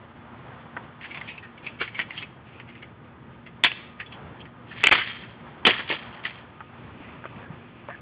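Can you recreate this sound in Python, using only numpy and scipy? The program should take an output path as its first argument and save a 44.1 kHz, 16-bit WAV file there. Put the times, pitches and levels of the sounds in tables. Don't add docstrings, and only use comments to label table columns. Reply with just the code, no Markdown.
import sys
import numpy as np
from scipy import signal
from scipy.io import wavfile
from scipy.ndimage import uniform_filter1d

SR = 44100
rng = np.random.default_rng(int(sys.argv[2]) if len(sys.argv) > 2 else 0)


def unload_wav(signal):
    wavfile.write(
        sys.argv[1],
        SR,
        np.round(np.clip(np.atleast_2d(signal).T, -1, 1) * 32767).astype(np.int16),
    )


N = 353241
TIME = np.arange(N) / SR
LEAD_S = .02

# (frequency [Hz], level [dB])
PLASTIC = [(100, -44), (400, -10), (900, -2), (1800, -2.5), (2600, 2.5), (3450, -3.5), (4500, 3),
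           (8000, 2.5)]


def gain_of(db):
    return 10 ** (np.asarray(db) / 20)


def evened(x):
    return x / np.sqrt(np.mean(x ** 2) + 1e-20)


def crested(x, size=130):
    return x / np.sqrt(uniform_filter1d(x ** 2, size).max() + 1e-20)


def read(points, hz):
    f, value = np.transpose(points)
    return np.interp(np.log(hz + 1), np.log(f + 1), value)


def add(mix, s, sound):
    part = mix[max(round(s * SR), 0):][:len(sound)]
    part += sound[:len(part)]


def colour(x, points, centre_hz=1000, focus_db=0, size=4096):
    hz = abs(np.fft.fftfreq(size, 1 / SR))
    octaves_away = abs(np.log2((hz + 1) / centre_hz))
    db = read(points, hz) - focus_db * np.minimum(octaves_away, 1)
    log_gain = np.log(gain_of(db))
    taps = np.fft.ifft(np.exp(np.conj(signal.hilbert(log_gain)))).real[:size // 2]
    return signal.oaconvolve(x, taps)[:len(x)]


def drift(rate):
    knots = rng.standard_normal(1000)
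    return evened(np.interp(TIME * 2 * rate, np.arange(len(knots)), knots))


def fractures(count, per_s, spread_db):
    size = gain_of(abs(spread_db) * np.minimum(rng.exponential(1, count), 3))
    sign = rng.choice([-1, 1], count)
    present = rng.random(count) < per_s / SR
    return evened(size * sign * present)


def burst(t60, snap, per_s, spread_db, strain_s):
    t = np.arange(SR // 3) / SR - LEAD_S
    build_up = .5 * np.exp(-abs(t) / strain_s)
    decay = gain_of(-60 * abs(t) / max(t60, .005))
    push = fractures(len(t), per_s, spread_db) * np.where(t < 0, build_up, decay)
    push[round(LEAD_S * SR)] += snap
    return push


def case(push, ring_db, spot=.03):
    # (frequency [Hz], level [dB], decay t60 [s])
    resonances = [(993, -20, 0.09), (1237, -7, 0.055), (1655, -5, 0.1), (1960, 10, 0.016),
                  (2190, -8.5, .05), (2365, -9, 0.096), (2544, -16, 0.12), (2750, -6.5, 0.017),
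                  (2996, -2, 0.075), (3222, -5, 0.1), (3390, 1.5, 0.073), (4100, -5.5, 0.044)]
    t = np.arange(SR // 8) / SR
    hz, db, t60 = np.transpose(resonances)[:, :, None]
    detune, phase, share = rng.uniform(-1, 1, (3, len(resonances), 1))
    envelope = gain_of(db + 2 * share - 60 * t / t60)
    modes = (envelope * np.sin(2 * np.pi * hz * (1 + spot * detune) * t + np.pi * phase)).sum(0)
    body = gain_of(ring_db) * modes / np.linalg.norm(modes)
    body[0] += 1
    return signal.oaconvolve(push, body)[:len(push)]


def note(push, hz, t60):
    t = np.arange(SR // 8) / SR
    ring = gain_of(-60 * t / t60) * np.sin(2 * np.pi * hz * t)
    return crested(signal.oaconvolve(push, ring)[:len(push)])


def spill(start, hold, t60):
    t = TIME - start
    rise = 0.019 + .4 * abs(hold)
    return np.clip(t / rise, 0, 1) * gain_of(-60 * np.clip((t - rise - hold) / t60, 0, 2))


def outdoors(rumble_db=1.0, wash_db=2, hiss_db=-6.5):
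    # (frequency [Hz], level [dB])
    air_spectrum = [(20, -26), (40, -21), (75, -3), (130, 0), (260, -6.5), (420, -10.5), (900, -4.5),
                    (1400, -9.5), (2200, -13), (3300, -18), (5000, -24)]
    # (time [s], level before the band's trim [dB])
    breeze_points = [(0, -52), (.5, -50), (2.3, -53.5), (3.1, -54.5), (4.2, -53), (5.3, -53), (5.56, -48),
                     (6.6, -50.5), (7.4, -50.5), (8.0, -54)]
    # (time [s], level before the band's trim [dB])
    rumble_points = [(0, -49.5), (6.6, -48), (7.3, -45.5), (8.0, -48)]
    # (mean frequency [Hz], mean level [dB])
    hum_partials = [(118.4, -57), (236.9, -56), (349.9, -63.5), (1233, -65)]
    air = colour(rng.standard_normal(N), air_spectrum)
    breeze = np.interp(TIME, *np.transpose(breeze_points))
    rumble = np.interp(TIME, *np.transpose(rumble_points))
    bands = [(20, 480), (480, 1700), (1700, 9000)]
    levels = (rumble + rumble_db, breeze + wash_db, breeze + hiss_db)
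    gust_db = 1.53 * drift(4.2)
    out = np.zeros(N)
    for band, level in zip(bands, levels):
        layer = evened(signal.sosfilt(signal.butter(3, band, "band", fs=SR, output="sos"), air))
        flutter_db = 0.87 * drift(22)
        out += layer * gain_of(level + gust_db + flutter_db)
    for hz, db in hum_partials:
        level = gain_of(db + 2.7 * drift(4.7))
        phase = 2 * np.pi * np.cumsum(hz + 2.2 * drift(9)) / SR
        out += level * np.sqrt(2) * np.sin(phase)
    return out


def scuff(level_db=-2, width_hz=300, taper=0.55):
    # (start [s], length [s], level before trim [dB], first frequency [Hz], last frequency [Hz])
    scrapes = [(7.023, 0.1, -52, 1810, 2180), (7.415, 0.073, -49, 1770, 1520),
               (7.884, 0.087, -41, 1800, 1660)]
    out = np.zeros(N)
    r = np.exp(-np.pi * width_hz / SR)
    for start, length, db, first_hz, last_hz in scrapes:
        hz = np.linspace(first_hz, last_hz, round(length * SR))
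        noise = rng.standard_normal(SR)[:len(hz)]
        grit = signal.lfilter([1], [1, -2 * r, r * r], noise)
        squeak = evened(grit * np.cos(2 * np.pi * np.cumsum(hz) / SR))
        add(out, start, squeak * gain_of(db + level_db) * signal.windows.tukey(len(hz), taper))
    return out


def rustle(level_db=-4, taper=0.3):
    # (start [s], length [s], level before trim [dB])
    movements = [(2.45, 0.19, -50.5), (2.66, 0.16, -52), (6.426, 0.77, -56), (6.953, 0.34, -53.5),
                 (7.237, 0.23, -49.5), (7.48, 0.42, -53.5), (7.866, 0.14, -50)]
    grains = colour(fractures(N, per_s=4000, spread_db=6.5), PLASTIC, 2460, focus_db=17)
    rubbing = np.zeros(N)
    for start, length, db in movements:
        add(rubbing, start, gain_of(db) * signal.windows.tukey(round(length * SR), taper))
    return gain_of(level_db) * rubbing * evened(grains)


def scatter(level_db=-6):
    # (start [s], hold [s], level before trim [dB], settling t60 [s])
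    spills = [(1.003, .02, -39.5, 0.7), (1.1, 0.12, -42.5, .35), (1.638, .02, -46, .7),
              (1.793, .005, -24, 0.22), (1.94, .02, -39, .3), (2.077, 0.092, -35, 0.12),
              (3.725, .02, -43, 0.73), (4.106, .015, -50.5, .15), (4.66, .05, -40.5, 0.35),
              (4.745, .05, -30, .1), (4.915, .005, -11, 0.25), (4.995, 0.035, -24.5, 0.73),
              (5.671, .005, -12, 0.3), (5.748, 0.018, -26, 0.24), (5.872, 0.017, -19.5, 0.37),
              (6.0, .01, -37.5, 0.45), (6.113, 0.021, -35.5, 0.27), (6.229, 0.012, -25, 0.25),
              (6.316, 0.039, -39.5, 0.17)]
    patter = np.zeros(N)
    for hz in (1250, 1710, 2200, 2880, 3500):
        taps = case(fractures(N, per_s=130, spread_db=2.5), ring_db=-10, spot=0.095)
        patter += evened(colour(taps, PLASTIC, hz, focus_db=12.5))
    power = sum((gain_of(db) * spill(start, hold, t60)) ** 2 for start, hold, db, t60 in spills)
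    return gain_of(level_db) * np.sqrt(power) * evened(patter)


def knocks(level_db=-1):
    # (time [s], level before trim [dB], brightest frequency [Hz], hollow note [Hz])
    contacts = [(.767, -28, 1460, 880), (.771, -27, 1660, 965), (1.812, -28, 1500, 462),
                (1.991, -32.5, 1295, 665), (2.106, -40, 1270, 900), (6.606, -33.5, 1290, 885),
                (7.003, -35.5, 278, 290), (7.241, -33, 1330, 930), (7.255, -28.5, 1220, 654),
                (7.499, -30.5, 300, 160.4), (7.887, -28.5, 866, 614), (7.903, -32.5, 1170, 720)]
    # (frequency [Hz], level [dB])
    concrete = [(40, -26.5), (150, 11), (500, 4.5), (1000, 5), (2000, 1), (3000, -6), (5000, -28)]
    out = np.zeros(N)
    for s, db, hz, note_hz in contacts:
        push = burst(t60=0.057, snap=14.2, per_s=2700, spread_db=2.5, strain_s=0.002)
        contact = crested(colour(push, concrete, hz, focus_db=13))
        note_db = -1 + 9.5 * np.log2(500 / note_hz)
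        hollow = gain_of(note_db) * note(push, note_hz, t60=0.057)
        add(out, s - LEAD_S, gain_of(db + level_db) * crested(contact + hollow))
    return out


def clacks(level_db=-1):
    # (time [s], level before trim [dB], brightest frequency [Hz], crispness of the tap [dB])
    taps = [(1.012, -35.5, 2170, -3), (1.033, -36, 2300, -1), (1.046, -32, 2050, -3), (1.11, -32, 2270, -3),
            (1.147, -28.5, 2290, -1.5), (1.174, -28, 2460, 3), (1.213, -29.5, 2180, 2.5),
            (1.281, -31, 2560, -10), (1.38, -33.5, 2660, 1.5), (1.434, -37.5, 1890, -3.5),
            (1.579, -40.5, 2330, -2), (1.645, -38.5, 2490, -10), (1.666, -27, 2630, 0.5),
            (1.808, -20.5, 2300, -4), (1.815, -18.5, 1520, -2.5), (1.839, -35, 2060, 12),
            (1.878, -29.5, 2320, -0.5), (1.947, -31, 2300, -5.5), (1.992, -17, 2020, 0),
            (2.014, -24, 2380, 0), (2.108, -26.5, 2190, 1.5), (2.178, -27.5, 3240, -2.5),
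            (2.226, -28.5, 2590, 2), (2.6, -32.5, 2070, 3), (2.689, -41, 2180, -3.5), (2.753, -40, 2070, 0),
            (2.826, -33.5, 2250, 1.5), (3.465, -36.5, 2100, 0), (4.001, -26, 1890, -1.5),
            (4.062, -41, 3460, -1), (4.124, -37, 3240, -3), (4.405, -40.5, 3230, -1),
            (4.455, -38.5, 1900, 0.5), (4.715, -33, 1830, -2), (5.236, -37, 2010, -2.5),
            (6.043, -43, 1240, 4), (6.253, -18.5, 2030, 3.5), (6.308, -36, 2040, 5)]
    out = np.zeros(N)
    for s, db, hz, crisp_db in taps:
        loose = .5 ** (crisp_db / 5)
        push = burst(0.082 * loose, snap=10.9 * gain_of(crisp_db), per_s=1200, spread_db=0.0,
                     strain_s=.0052 * loose)
        tap = crested(colour(case(push, ring_db=-16.0, spot=0.14), PLASTIC, hz, focus_db=16.0))
        ping = gain_of(-3.5) * note(push, hz, t60=.016)
        add(out, s - LEAD_S, gain_of(db + level_db) * crested(tap + ping))
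    return out


def blows(level_db=0.42, thud_db=1.0, thud_t60=0.11):
    # (time [s], crack level before trim [dB], brightest frequency [Hz],
    # low thud level before trim [dB], crispness of the snap [dB])
    hits = [(3.638, -5, 3740, -36, -4.5), (3.646, -6, 1607, -41, 1.5), (3.649, -8.5, 4430, -47, 1),
            (3.663, -14, 2700, -49.5, -3), (3.717, -22, 2900, -50, 5.5), (4.834, -19, 2300, -41, 5.5),
            (4.839, -4, 2700, -27.5, 5), (4.844, -13, 3230, -43, 2), (4.856, -14.5, 2830, -48, -17.5),
            (4.87, -2, 2370, -33, 2.5), (4.886, -17, 2430, -29, 3), (4.893, -15, 1920, -41, 5.5),
            (4.913, -7.5, 2650, -26.5, 1), (4.919, -8, 1660, -23.5, -8), (4.926, -4.5, 2390, -27.5, 0),
            (4.952, -11.5, 1500, -42, -3), (4.977, -14.5, 2220, -34.5, -9.5), (5.015, -20, 1910, -59, -6.5),
            (5.652, -6.5, 3220, -24, -2), (5.666, -3, 4170, -19, -5), (5.675, -9, 2320, -17, 1.5),
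            (5.708, -11.5, 2930, -30.5, 5.5), (5.793, -22.5, 2090, -35.5, -3.5),
            (5.902, -23.5, 2700, -25, -2.5), (5.925, -19.5, 2920, -31, -4.5)]
    # (frequency [Hz], level [dB])
    thud_spectrum = [(30, -54), (80, -19.5), (170, -9.5), (290, -1.5), (430, -3), (680, -9), (1000, -8),
                     (2500, -37.5)]
    out = np.zeros(N)
    for s, db, hz, low_db, crisp_db in hits:
        t60 = 0.065 * .5 ** (crisp_db / 7)
        push = burst(t60, snap=11 * gain_of(crisp_db), per_s=3500, spread_db=4.0, strain_s=0.0012)
        crack = crested(colour(case(push, ring_db=-10.5, spot=.05), PLASTIC, hz, focus_db=7.5))
        ping = gain_of(-8.5) * note(push, hz, t60=.008)
        add(out, s - LEAD_S, gain_of(db + level_db) * crested(crack + ping))
        shove = burst(thud_t60, snap=11.2, per_s=1800, spread_db=0.5, strain_s=0.00053)
        add(out, s - LEAD_S, gain_of(low_db + thud_db) * crested(colour(shove, thud_spectrum)))
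    return out


def yard(x, tail_db=-23, fence_s=0.035, fence_db=-26, arrive_s=0.14):
    # (frequency [Hz], t60 [s])
    decay = [(150, .4), (600, 0.32), (1500, 0.48), (3500, 0.51), (5000, 0.42)]
    echoes = rng.choice([-1, 1], SR) * (rng.random(SR) < 2500 / SR)
    echoes = echoes * np.minimum(TIME[:SR] / arrive_s, 1)
    hz, t, z = signal.stft(echoes, SR, nperseg=256)
    tail = signal.istft(z * gain_of(-60 * t / read(decay, hz)[:, None]), SR, nperseg=256)[1]
    tail *= gain_of(tail_db) / np.linalg.norm(tail)
    add(tail, fence_s, gain_of([fence_db]))
    return signal.oaconvolve(x, tail)[:N]


def scene():
    near = scuff() + rustle() + scatter() + knocks() + clacks() + blows()
    return (outdoors() + yard(near) + near)[None]


def record(dry):
    # (start [s], end [s], level [dB])
    dips = [(4.8768, 4.8812, -22), (4.8945, 4.9062, -34), (4.9062, 4.9122, -14)]
    # (frequency [Hz], level [dB])
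    microphone = [(20, -3), (3480, 1), (3750, -9), (4050, -15.5), (4350, -15.5), (4620, -16), (4850, -22),
                  (5300, -53), (6000, -73.5)]
    dip_db = sum(db * ((TIME >= start) & (TIME < end)) for start, end, db in dips)
    dip_gain = gain_of(uniform_filter1d(dip_db * 1., size=40))
    heard = colour(dry[0] * dip_gain, microphone)
    clipped = heard / (1 + (heard / .72) ** 6) ** (1 / 6)
    clipped = signal.sosfilt(signal.butter(2, 36, "high", fs=SR, output="sos"), clipped)
    low_pass = signal.firwin(511, 11200, window=("kaiser", 9), fs=SR)
    return signal.oaconvolve(clipped, low_pass, "same")[None]


dry = scene()
out = record(dry)
unload_wav(out)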